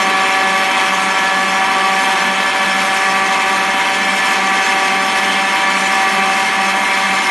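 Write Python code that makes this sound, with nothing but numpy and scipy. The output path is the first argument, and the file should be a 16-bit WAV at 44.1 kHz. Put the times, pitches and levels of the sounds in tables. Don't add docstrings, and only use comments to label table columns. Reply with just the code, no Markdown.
import sys
import numpy as np
from scipy import signal
from scipy.fft import rfft, irfft, next_fast_len
from scipy.io import wavfile
from scipy.ndimage import uniform_filter1d

SR = 44100
rng = np.random.default_rng(int(sys.argv[2]) if len(sys.argv) > 2 else 0)


def master_out(mix):
    frames = np.transpose(np.atleast_2d(mix))
    ceiling = np.clip(frames, -1, 1)
    pcm = np.round(ceiling * 32767).astype(np.int16)
    wavfile.write(sys.argv[1], SR, pcm)


def decibels_to_gain(level_db):
    exponent = np.asarray(level_db, float) / 20
    return 10 ** exponent


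N = 321930
T = np.arange(N) / SR

COUNTER_RATIO, OUTPUT_RATIO, ORBIT_RATIO, KNEAD_RATIO = .307, .0677, .01194, .00354
SMEAR_RAD = .26


def walk(rate):
    hold = int(SR / rate)
    steps = np.repeat(rng.standard_normal(N // hold + 1), hold)
    return 1.3 * uniform_filter1d(uniform_filter1d(steps, hold), hold)[:N]


def shaped(x, gain):
    size = next_fast_len(len(x))
    hz = np.arange(size // 2 + 1) * SR / size + 1e-3
    return irfft(rfft(x, size) * gain(hz), size)[:len(x)]


def resonance(hz, width):
    return lambda f: 1 / (1 + ((f ** 2 - hz ** 2) / (f * width)) ** 2)


def tone(turns, order, db, unsteady_db, rate, phase):
    level = np.sqrt(2) * decibels_to_gain(db + unsteady_db * walk(rate))
    return level * np.cos(2 * np.pi * order * turns + phase)


# (time [s], shaft speed [Hz])
MOTOR_SPEED = [(0.0, 191.2), (0.55, 191.67), (0.85, 190.87), (1.2, 191.51), (1.65, 191.81), (2.35, 192.7),
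               (2.65, 192.19), (3.1, 192.44), (3.7, 192.77), (4.15, 193.61), (4.9, 192.62), (5.15, 192.59),
               (5.45, 193.77), (6.1, 192.72), (6.7, 193.47), (7.3, 192.95)]


def motor():
    return np.cumsum(np.interp(T, *np.transpose(MOTOR_SPEED))) / SR


# (time [s], lean [-1 to 1])
PHONE_LEAN = [
    (0, -.5),
    (1, -0.69),
    (2.4, -0.27),
    (4.2, 0.37),
    (5, 0.29),
    (6.2, 0.36),
    (7.3, 0.96),
]
# (order [per shaft turn], lean gain [dB], lump swing [dB],
# orbit swing [dB], orbit peak [turns]); a negative lump swing peaks when the gears run freely
ORDER_SWINGS = [(1, 1, -1, 6.5, 0.31), (2, 1, 5, 2, .08), (3, -2, 0, .3, 0.19), (4, -0.2, 1.8, 0.3, 0.66),
                (5, 0.2, -.4, 1.9, .79), (6, -1.5, 2.3, 1.5, 0.23), (7, -6, -4, 1.5, .48),
                (8, 0, 2.5, 2, 0.56), (9, -2, -1.9, 0.5, 0), (10, 2.5, 3.5, 0.5, .04),
                (11, 7.5, .3, 0.5, 0.79), (12, 6, -8, 1, 0.14), (13, 3, 3, 2, .5), (14, -10, 7, 3, .83),
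                (15, -6, .2, 0, .89), (18, -6, 1, 1.2, .51)]
# (order [per shaft turn], swing [dB], peak [turns])
BLADE_BITES = [(1, 2, 0.15), (3, 1, 0), (4, .9, 0.76), (5, 1.2, 0.41), (7, 0.3, 0.89), (9, 0.9, 1),
               (12, 3.5, .78)]
# (lean [dB], lump [dB], orbit [dB], bite [dB], chance slaps [dB])
DOUGH_DRAG = [
    (-.6, -0.7, 0, 0.7, 1.6),
    (.6, 0.2, 0, 0, 0.2),
    (.6, 0, 0.5, 0.1, 0.36),
]


def beater(turns):
    def swing(ratio, start):
        return np.cos(2 * np.pi * (ratio * turns - start))

    lean = np.interp(T, *np.transpose(PHONE_LEAN))
    lump = swing(KNEAD_RATIO, 0.23)
    slack = swing(KNEAD_RATIO, 0.82)
    load_db = {}
    for order, lean_db, lump_db, orbit_db, start in ORDER_SWINGS:
        kneading = lump if lump_db > 0 else -slack
        load_db[order] = lean_db * lean + lump_db * kneading + orbit_db * swing(ORBIT_RATIO, start)
    for order, db, start in BLADE_BITES:
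        load_db[order] = load_db[order] + db * swing(2 * ORBIT_RATIO, start)
    load_db["side"] = 3.5 * lump
    for order, db in load_db.items():
        load_db[order] = db - 10 * np.log10(np.mean(decibels_to_gain(2 * db)))
    load_db[1] = load_db[1] + 2
    orbit, bite = swing(ORBIT_RATIO, 0.73), swing(2 * ORBIT_RATIO, 0.57)
    slaps = walk(9)
    return load_db, np.array(DOUGH_DRAG) @ [lean, lump, orbit, bite, slaps]


LOADED_ORDERS = (1, 4, 6, 9, 11)
# (order [per shaft turn], level [dB], countershaft sideband below [dB], above [dB],
# output gear sideband below [dB], above [dB])
SHAFT_TONES = [(1, -37.0, -63.0, -57.0, -49.0, -41.0), (2, -38.0, -53.0, -48.0, -51.0, -64.0),
               (3, -33.0, -53.0, -47.0, -47.0, -53.0), (4, -23.0, -44.0, -56.0, -41.0, -45.0),
               (5, -28.0, -35.0, -42.0, -40.0, -38.0), (6, -25.0, -46.0, -40.0, -34.0, -47.0),
               (7, -35.0, -49.0, -49.0, -51.0, -54.0), (8, -38.0, -45.0, -41.0, -46.0, -46.0),
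               (9, -25.0, -45.0, -42.0, -49.0, -52.0), (10, -33.0, -47.0, -47.0, -58.0, -50.0),
               (11, -29.0, -42.0, -35.0, -59.0, -55.0), (12, -35.0, -47.0, -39.0, -51.0, -48.0),
               (13, -47.0, -46.0, -41.0, -63.0, -61.0), (14, -44.0, -36.0, -59.0, -54.0, -55.0),
               (15, -46.0, -56.0, -53.0, -64.0, -59.0), (16, -50.0, -47.0, -48.0, -51.0, -60.0),
               (17, -50.0, -53.0, -57.0, -63.0, -55.0), (18, -44.0, -51.0, -68.0, -61.0, -67.0)]
# (order [per shaft turn], level [dB])
GEAR_TONES = [(.243, -62), (.307, -61), (.483, -60), (.777, -60), (1.917, -45), (2.927, -46), (3.61, -48),
              (3.973, -41), (4.39, -46), (4.6, -46), (5.61, -44), (8.78, -43), (10.39, -44), (11.08, -42),
              (13.387, -43), (21.39, -49)]


def whine(turns, load_db):
    out = 0
    for order, db in GEAR_TONES:
        out = out + tone(turns, order, db, 2.6, rate=2.97, phase=2 * np.pi * rng.random())
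    offsets = (-COUNTER_RATIO, COUNTER_RATIO, -OUTPUT_RATIO, OUTPUT_RATIO)
    for order, (_, db, *side_db) in enumerate(SHAFT_TONES, 1):
        rate = 30 if order in LOADED_ORDERS else 9
        phase = -1.27 + SMEAR_RAD * order ** 2
        unsteady_db = .8 + .14 * order
        out += tone(turns, order, db + load_db.get(order, 0), unsteady_db, rate, phase)
        for offset, weak_db in zip(offsets, side_db):
            swells = order >= 11 and abs(offset) == COUNTER_RATIO
            swell_db = load_db["side"] * swells
            phase = 2 * np.pi * rng.random()
            out += tone(turns, order + offset, weak_db + swell_db, 1.6, rate=5, phase=phase)
    return out


# (centre [Hz], width [Hz], gain [dB])
NARROW_BANDS = [(880, 40, 3.5), (2060, 36, -1.5), (2830, 60, 0), (2960, 40, -10.5), (3830, 120, -1.5),
                (4300, 88, -2), (5120, 130, -3), (6560, 220, -1.5), (8000, 200, -1.5), (9400, 300, -1.5),
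                (10370, 250, -4)]


def patchy_treble(x, patchy_db, from_hz):
    x = shaped(x, lambda f: decibels_to_gain(sum(db * resonance(hz, width)(f) for hz, width, db in NARROW_BANDS)))
    hz, _, cells = signal.stft(x, SR, nperseg=512)
    patches = uniform_filter1d(rng.standard_normal(cells.shape), size=2, axis=0)
    patches = uniform_filter1d(patches, size=8, axis=1)
    treble = np.clip(hz / from_hz - .5, 0, 1)[:, None]
    gain = decibels_to_gain(patchy_db * patches / patches.std() * treble)
    gain = gain / np.sqrt(np.mean(gain ** 2, axis=1, keepdims=True))
    return signal.istft(cells * gain, SR)[1][:N]


# (centre [Hz], width [Hz], level [dB per Hz])
BODY_RINGS = [(275, 220, -55), (606, 130, -56.0), (759, 110, -52.5), (1013, 196, -50), (1176, 120, -48.5),
              (1330, 39, -50.5), (1563, 500, -52), (1930, 130, -51), (2218, 526, -50.5), (2587, 110, -51),
              (2617, 92, -54.5), (3100, 870, -54.5), (3985, 740, -62.5), (4460, 530, -62.5),
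              (5280, 234, -59.5), (6040, 2900, -66), (8820, 3260, -70.5), (11310, 1100, -74.5),
              (199, 45, -58), (413, 110, -59.5), (1728, 62, -47.5), (2336, 31, -47), (3045, 68, -53),
               (6350, 103, -61.5), (7000, 150, -67), (7100, 300, -78), (8600, 490, -77.5),
               (10030, 400, -74)]


def rattle(turns, drag_db):
    knock = np.cos(2 * np.pi * turns + 10 * SMEAR_RAD)
    puff = 1 + .07 * np.cos(2 * np.pi * COUNTER_RATIO * turns)
    lurch = .8 * np.cos(2 * np.pi * (OUTPUT_RATIO * turns - .4)) + .6 * walk(25)
    grit = decibels_to_gain(0.49 * walk(300))
    out = 0
    for hz, width, db in BODY_RINGS:
        treble = np.clip(np.log2(hz / 1800) / 1.44, 0, 1)
        drag = drag_db[np.searchsorted((3900, 7200), hz)]
        sway_db = treble * (drag + lurch) + 0.6 * walk(8)
        rasp = 1 + (.4 - .35 * treble) * knock
        noise = rng.standard_normal(N) * rasp * (puff * grit) ** treble
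        ring = shaped(noise, resonance(hz, width))
        out = out + decibels_to_gain(db + sway_db) * np.sqrt(SR / 2) * ring
    return patchy_treble(out, patchy_db=2.5, from_hz=3500)


# (frequency [Hz], level [dB per Hz])
THRUM = [(12, -62), (20, -36), (43, -28), (86, -16), (145, -6.5), (155, -12), (170, -4), (220, -36),
         (370, -120)]


def rumble():
    hz, db = np.transpose(THRUM)
    noise = rng.standard_normal(N)
    low = shaped(noise, lambda f: decibels_to_gain(np.interp(np.log(f), np.log(hz), db, right=-80)))
    return decibels_to_gain(-50.5) * low / np.std(low)


def scene():
    turns = motor()
    load_db, drag_db = beater(turns)
    chatter = rattle(turns, drag_db)
    chatter = shaped(chatter, lambda f: 1 / np.sqrt(1 + (172 / f) ** 24 + (f / 11790) ** 90))
    return np.tile(whine(turns, load_db) + chatter + rumble(), (2, 1))


def gate(x, under_db, floor_db, from_hz):
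    hz, _, cells = signal.stft(x, SR, nperseg=2048, noverlap=1024)
    power = np.abs(cells) ** 2
    band = uniform_filter1d(power, size=6, axis=0)
    around = uniform_filter1d(power, size=70, axis=0)
    weak = band < around * decibels_to_gain(2 * under_db) + decibels_to_gain(2 * floor_db)
    dropped = weak & (hz > from_hz)[:, None]
    return signal.istft(cells * ~dropped, SR, noverlap=1024)[1][:N]


# (time [s], low edge [Hz], high edge [Hz])
EAR_BURSTS = [(.035, 5600, 6900), (.64, 10270, 12000), (.942, 8900, 10370), (1.058, 9620, 11040),
              (1.312, 7550, 8960), (1.405, 4200, 5730), (1.498, 4660, 5720), (2.218, 4630, 6930),
              (2.45, 10300, 11800), (2.474, 6850, 8880), (2.636, 9600, 10920), (3.1, 4200, 5100),
              (3.1, 6800, 8200), (3.751, 7530, 8960), (4.052, 4230, 6250), (4.656, 4140, 8320),
              (5.004, 5130, 6910), (5.678, 4210, 5190), (5.818, 8210, 10370), (5.864, 5610, 7650),
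              (6.955, 4160, 5130), (7.002, 7550, 8930), (7.002, 10320, 12000)]


def ear_bursts(mono):
    backwards, side = mono[::-1], np.zeros(N)
    fade = np.sin(np.pi * np.arange(2048) / 2048)
    for s, low_hz, high_hz in EAR_BURSTS:
        start = min(int(s * SR) - 1024, N - 2048)
        piece = fade * backwards[start:start + 2048]
        band = shaped(piece, lambda f: (f > low_hz) & (f < high_hz))
        side[start:start + 2048] += decibels_to_gain(-2.6) * band * fade ** 0
    return side


def low_pass(x):
    return signal.sosfilt(signal.butter(12, 12190, fs=SR, output="sos"), x)


def record(dry):
    bent = dry[0] + .05 * shaped(dry[0] ** 2, lambda f: f > 180)
    rounded = np.tanh(.65 * bent) / .65
    mono = gate(rounded, under_db=-9, floor_db=-71.5, from_hz=3500)
    side = ear_bursts(mono)
    return low_pass(np.array([mono + side, mono - side]))


dry = scene()
out = record(dry)
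master_out(out)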